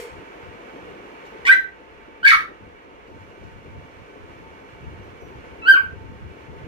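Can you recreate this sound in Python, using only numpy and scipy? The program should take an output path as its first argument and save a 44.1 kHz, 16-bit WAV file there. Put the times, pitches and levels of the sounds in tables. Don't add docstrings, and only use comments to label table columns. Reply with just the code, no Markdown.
import sys
import numpy as np
from scipy import signal
from scipy.fft import rfft, irfft
from scipy.io import wavfile
from scipy.ndimage import uniform_filter1d, minimum_filter1d

SR = 44100
rng = np.random.default_rng(int(sys.argv[2]) if len(sys.argv) > 2 else 0)


def log_audio(samples):
    frames = np.atleast_2d(samples).T
    limited = np.clip(frames, -1, 1)
    pcm = np.round(limited * 32767).astype(np.int16)
    wavfile.write(sys.argv[1], SR, pcm)


def ratio_of_db(decibels):
    return 10 ** (np.asarray(decibels, float) / 20)


N = 294318
LONGEST = 8192
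DUCK_S = 0.065

# (time [s], gain change [dB])
GAIN_STEPS = [
    (1.52, -5.5),
    (2.3, -2),
    (5.72, -2),
]


def rms_one(x):
    return x / np.sqrt(np.mean(x ** 2) + 1e-20)


def in_time(rows, at):
    s, *columns = np.transpose(rows)
    return [np.interp(at / SR, s, c) for c in columns]


def at_hz(points, hz):
    table_hz, value = np.array(points).T
    return np.interp(np.log(np.maximum(hz, 1)), np.log(table_hz), value)


def coloured(points, size):
    hz = np.fft.rfftfreq(size, 1 / SR)
    white = rfft(rng.standard_normal(size))
    return rms_one(irfft(white * ratio_of_db(at_hz(points, hz)), size))


def drift(rate_hz, size):
    settle = 20000
    r = np.exp(-2 * np.pi * rate_hz / SR)
    wander = signal.lfilter([1], [1, -2 * r, r * r], rng.standard_normal(size + settle))
    return rms_one(wander[settle:])


def yaps():
    # (time [s], pitch [Hz], level [dB])
    notes_sung = [
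        [(1.449, 1760, -26.5), (1.472, 2223, -19.5), (1.495, 2470, -26.5)],
        [(1.474, 1480, -19.5), (1.49, 1544, -7.5), (1.497, 1572, -3.5), (1.512, 1560, -8.5)],
        [(1.503, 1766, -15), (1.524, 2040, -7.5), (1.546, 1980, -21)],
        [(2.228, 1470, -24), (2.246, 1588, -18.5), (2.2555, 1617, 2), (2.261, 1727, -10), (2.295, 1840, -23)],
        [(2.254, 2236, -26), (2.266, 2267, -7.5), (2.287, 2244, -4.5), (2.302, 2196, -8.5), (2.314, 1713, -8)],
        [(2.31, 1454, -14.5), (2.322, 1351, -14.5), (2.338, 1233, -21.5), (2.349, 1030, -27)],
        [(5.615, 1330, -44), (5.648, 1309, -38.5), (5.68, 1558, -8.5), (5.705, 1577, -3.5), (5.73, 1526, -14),
         (5.75, 1350, -16)],
        [(5.744, 1450, -15.5), (5.76, 1250, -38), (5.777, 984, -32)],
    ]
    roughness = [.45, .04, .1, .12, .3, .35, .03, .3]
    # (mouth opening on overtones [dB], half lines of strong-weak cycles [dB])
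    registers = [(-18, -10.5), (-9, -56), (-1.5, -31), (-12, -39), (7, -59), (-11, -15), (-2.5, -60),
                 (7, -19)]
    # (multiple [x pitch], level [dB])
    overtones = [(1, 6), (2, -19.5), (3, -20.5), (4, -32), (5, -48.5), (6, -41), (7, -38.5), (8, -35),
                 (9, -37), (10, -29.5)]
    # (frequency [Hz], gain [dB])
    mouth = [(2500, 3), (3300, 3), (4700, -3), (5400, -8), (7000, -10.5), (8300, 11.5), (10000, -0.5),
             (13000, -1)]
    # (frequency [Hz], level [dB per Hz])
    rasp_colour = [(800, -38.5), (1200, -25), (2300, -8), (3000, -3), (4600, -13.5), (5100, -34),
                   (5700, -29), (7500, -35), (9000, -20), (10500, -29), (12500, -34), (15500, -27)]
    voice_db = -2.5
    soft_opens = 0.72

    out = np.zeros(N)
    for note, rough, (open_db, half_db) in zip(notes_sung, roughness, registers):
        at = np.arange(round(note[0][0] * SR), round(note[-1][0] * SR))
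        size = len(at)
        hz, level_db = in_time(note, at)
        mouth_db = open_db + soft_opens * (level_db.max() - level_db)
        jitter = 1 + 0.08 * rough * drift(200, LONGEST)[:size]
        phase = 2 * np.pi * np.cumsum(hz * jitter) / SR
        effort_db = 0.5 * np.minimum(level_db + 3, 0) - 25 * rough

        tone = np.zeros(size)
        for k, db in overtones:
            harmonic_db = db + np.zeros(size)
            if k > 1:
                harmonic_db += at_hz(mouth, k * hz)
            if 1 < k < 4:
                harmonic_db += mouth_db
            if k > 2:
                harmonic_db += effort_db
            tone += ratio_of_db(harmonic_db) * np.sin(k * phase) * (k * hz < SR / 2)

        half_lines = ratio_of_db(0.5) * np.sin(phase / 2) + np.sin(3 * phase / 2) + ratio_of_db(-13) * np.sin(7 * phase / 2)
        tone += ratio_of_db(half_db) * half_lines
        tone *= ratio_of_db(9.7 * rough * drift(130, LONGEST)[:size])

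        rasp = coloured(rasp_colour, LONGEST)[:size]
        rasp *= 1 + 0.8 * np.sin(phase)
        rasp *= ratio_of_db(5 * drift(150, LONGEST)[:size])
        fade = signal.windows.tukey(size, 0.15)
        out[at] += ratio_of_db(level_db + voice_db) * fade * (np.sqrt(2) * tone + 0.5 * rough * rasp)
    return signal.sosfilt(signal.butter(8, 900, "high", fs=SR, output="sos"), out)


def squeaks():
    # (time [s], length [s], level [dB])
    squeak_events = [
        (5.02, 0.055, -89),
        (5.193, 0.092, -86.5),
    ]
    # (frequency [Hz], level [dB])
    partials = [(5880, 6), (8800, -6), (13450, 2)]
    out = np.zeros(N)
    for start, length, level_db in squeak_events:
        s = np.arange(round(length * 1.5 * SR)) / SR
        shape = np.minimum(s / 0.011, 1) * ratio_of_db(-14 * (s / length) ** 2)
        tones = 0
        for hz, db in partials:
            waver_db = 3 * drift(40, LONGEST)[:len(s)]
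            tones = tones + ratio_of_db(db + waver_db) * np.sin(2 * np.pi * hz * s)
        out[round(start * SR):][:len(s)] += ratio_of_db(level_db + 15) * shape * tones
    return out


def rustles():
    # (time [s], peak level [dB], length [s])
    scuffs = [
        (.28, -61, .05),
        (1.25, -50.5, 0.048),
        (3.067, -61, .06),
        (3.2, -65, .08),
        (3.43, -56, .04),
        (4.72, -67, .02),
        (4.793, -62, .04),
    ]
    shape = 0
    for at, db, length in scuffs:
        since = np.maximum(np.arange(N) / SR - at, 0)
        shape = shape + ratio_of_db(db - 25 * since / length) * np.minimum(since / 0.0066, 1)
    cloth = [(600, -24), (1500, -5), (4500, 0.5), (6500, -3), (9000, -19), (15000, -12.5)]   # (Hz, dB)
    return shape * coloured(cloth, N)


def knock():
    s = np.arange(N) / SR
    rustle = coloured([(300, -19), (2000, 5.5), (4000, -6), (9000, -8.5), (15000, -31)], N)
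    hollow = coloured([(340, -60), (420, -5.5), (480, 1), (560, -46.5)], N)
    ring_shape = np.exp(-(s / 0.058) ** 2) * np.minimum(s / 0.016 + 0.94, 1)
    return ratio_of_db(-39.5) * rustle * ratio_of_db(-60 * s / 0.41), ratio_of_db(-30) * hollow * ring_shape


def room(x):
    # (frequency [Hz], time to fall 60 dB [s])
    decay_times = [(1000, 0.3), (4000, 0.27), (8000, 0.27), (15000, 0.26)]
    room_db, near_db, shadow_db = -6.5, -10, -1.5
    dog_lag = 11
    early_db, early_s = 7.5, 0.0071

    s = np.arange(round(0.6 * SR)) / SR
    white = rng.standard_normal((2, len(s)))
    cloud = 0
    for low in 250 * 2.0 ** np.arange(6):
        octave = signal.butter(2, [low, 2 * low], "band", fs=SR, output="sos")
        cloud = cloud + signal.sosfilt(octave, white) * ratio_of_db(-60 * s / at_hz(decay_times, 1.3 * low))
    cloud = cloud * np.clip((s - 0.0005) / 0.0021, 0, 1) * ratio_of_db(early_db * np.exp(-s / early_s))
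    cloud /= np.sqrt(np.sum(cloud ** 2, axis=1, keepdims=True))

    paths = ratio_of_db(room_db) * np.roll(cloud, dog_lag, axis=1)
    paths[[0, 1], [dog_lag, 0]] += ratio_of_db([near_db, near_db + shadow_db])
    colour = rfft(paths)
    broad = np.sqrt(uniform_filter1d(np.abs(colour) ** 2, size=100))
    paths = irfft(colour / broad)[:, :len(s) * 9 // 10]
    return signal.fftconvolve(x[None], paths, axes=1)[:, dog_lag:N + dog_lag]


def fan():
    # (frequency [Hz], level [dB per Hz])
    air_noise = [(200, -4), (300, 2), (480, 4.5), (620, -3.5), (800, -5), (1050, -3), (1500, -6),
                 (2300, -8.5), (3000, -13.5), (3800, -24), (5000, -32.5), (6000, -33), (8000, -43.5),
                 (15000, -50)]
    # (frequency [Hz], level [dB])
    whine = [(409.1, -63.5), (699.8, -63.5), (893.6, -57.5), (1518, -63), (2223, -64.5), (2304, -61),
             (2579, -71), (2826, -66), (3435, -78), (4204, -82.5)]
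    # (frequency [Hz], likeness [0 to 1])
    likeness = [(200, 0.85), (400, 0.62), (800, 0.47), (2000, 0.45), (5000, 0.02), (12000, 0.037)]
    # (frequency [Hz], left over right [dB])
    tilt = [(300, 0.2), (900, 1), (1800, -6), (3500, -1.5), (7000, -6), (13000, -5.5)]
    port_lag = 17
    fan_db, hiss_db = -51.5, -68
    hiss_back_s, hiss_held_db = 3.07, -2.5

    hz = np.fft.rfftfreq(N, 1 / SR)
    power = ratio_of_db(2 * at_hz(air_noise, hz)) * np.minimum(hz / 170, 1) ** 4
    power = ratio_of_db(2 * 10.12) * power / power.sum()
    for line_hz, db in whine:
        hump = np.exp(-0.5 * ((hz - line_hz) / (3.5 + 0.0028 * line_hz)) ** 2)
        power += ratio_of_db(2 * (db + 56)) * hump / hump.sum()

    shared, left, right = rfft(rng.standard_normal((3, N))) * np.sqrt(power * N / 2)
    alike = np.clip(at_hz(likeness, hz), 0, 1)
    late = np.exp(-2j * np.pi * hz * port_lag / SR)
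    common = shared * np.array([np.ones_like(late), late])
    ports = np.sqrt(alike) * common + np.sqrt(1 - alike) * np.array([left, right])
    ports = irfft(ports * ratio_of_db(at_hz(tilt, hz) / 2 * [[1], [-1]]), N)

    low = signal.sosfilt(signal.butter(2, 1000, fs=SR, output="sos"), ports)
    steady = (ports - low) * ratio_of_db(0.5 * drift(8, N))
    ports = low * ratio_of_db(2.25 * drift(19, N)) + steady

    top = signal.sosfilt(signal.butter(2, 4500, "high", fs=SR, output="sos"), ports)
    first_s = GAIN_STEPS[0][0]
    held_times = [first_s, first_s + DUCK_S, hiss_back_s, hiss_back_s + DUCK_S]
    held = np.interp(np.arange(N) / SR, held_times, [0, 1, 1, 0])
    duck_db = ducking()
    body_gain = ratio_of_db(fan_db + duck_db)
    hiss_gain = ratio_of_db(hiss_db + 0.72 * duck_db + hiss_held_db * held + 22.5)
    return (ports - top) * body_gain + top * hiss_gain


def ducking():
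    recover_s = 3.06
    gain_db = 0
    for at, db in GAIN_STEPS:
        since = np.maximum(np.arange(N) / SR - at, 0)
        gain_db = gain_db + db * np.minimum(since / DUCK_S, 1) * np.exp(-since / recover_s)
    return gain_db


def draught():
    # (Hz, dB)
    buffet = [(20, -45), (45, -14), (75, 0), (130, -7), (200, -12.5), (320, -18), (700, -81.5), (2000, -79.5)]
    rumble = [(12, -50.5), (30, -4), (55, 2.5), (110, -12), (300, -48), (2000, -84.5)]
    lumps_db = 2.15 * drift(17, N)
    ports = []
    for gust_db in gusts():
        flutter_db = lumps_db + 3.55 * drift(33, N)
        buffeting = ratio_of_db(gust_db - 6 + flutter_db) * coloured(buffet, N)
        rumbling = ratio_of_db(-58 + 1.7 * drift(1.2, N)) * coloured(rumble, N)
        ports.append(buffeting + rumbling)
    return np.array(ports)


def gusts():
    # (centre time [s], half length [s], level [dB], left over right [dB])
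    puffs = [(0.167, 0.051, -41, 9), (0.507, 0.082, -51, 22), (0.885, 0.15, -56, 20), (1.41, .05, -53, 16),
             (1.9, 0.32, -64, 21), (2.401, 0.047, -45, 11), (2.658, 0.044, -37.5, 8),
             (3.21, 0.081, -38.5, 3), (3.44, 0.067, -39, 2), (3.627, 0.12, -36.5, 1.5),
             (3.776, 0.074, -33.5, -2), (3.985, 0.06, -42, -2), (4.358, 0.17, -40.5, 2),
             (4.897, 0.18, -36, 0), (5.076, 0.07, -44, -3), (5.33, 0.23, -39.5, 0), (5.65, 0.06, -46, 0),
             (6.015, 0.23, -36, 5.5), (6.141, 0.036, -30.5, 2), (6.27, 0.058, -31.5, -2),
             (6.57, 0.15, -37.5, 2.5)]
    fall_db, calm_db = 9, -72.5
    power = ratio_of_db(2 * calm_db)
    for centre, half, db, pan_db in puffs:
        away = (np.arange(N) / SR - centre) / half
        bell_db = db - fall_db * np.minimum(away ** 2, 10)
        power = power + ratio_of_db(2 * (bell_db + pan_db / 2 * np.array([[1], [-1]])))
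    return 10 * np.log10(power)


def scene():
    rustle, hollow = knock()
    in_room = room(yaps() + squeaks() + rustles())
    blow = np.array([rustle, np.roll(rustle, 40)]) + hollow
    return in_room + blow + fan() + draught()


def roll_off(x):
    return signal.sosfilt(signal.butter(12, 15770, fs=SR, output="sos"), x)


def record(dry):
    peak_db = 20 * np.log10(np.abs(dry).max(axis=0) + 1e-9)
    over_db = np.maximum(peak_db + 0.5, 0)
    fall = 250 * np.arange(N) / SR
    held_db = np.maximum.accumulate(over_db + fall) - fall
    held_db = uniform_filter1d(-minimum_filter1d(-held_db, size=65), size=65)
    top_cut = signal.cheby2(12, 60, 16150, fs=SR, output="sos")
    mix = signal.sosfilt(top_cut, dry * ratio_of_db(-held_db))
    return roll_off(mix)


dry = scene()
out = record(dry)
log_audio(out)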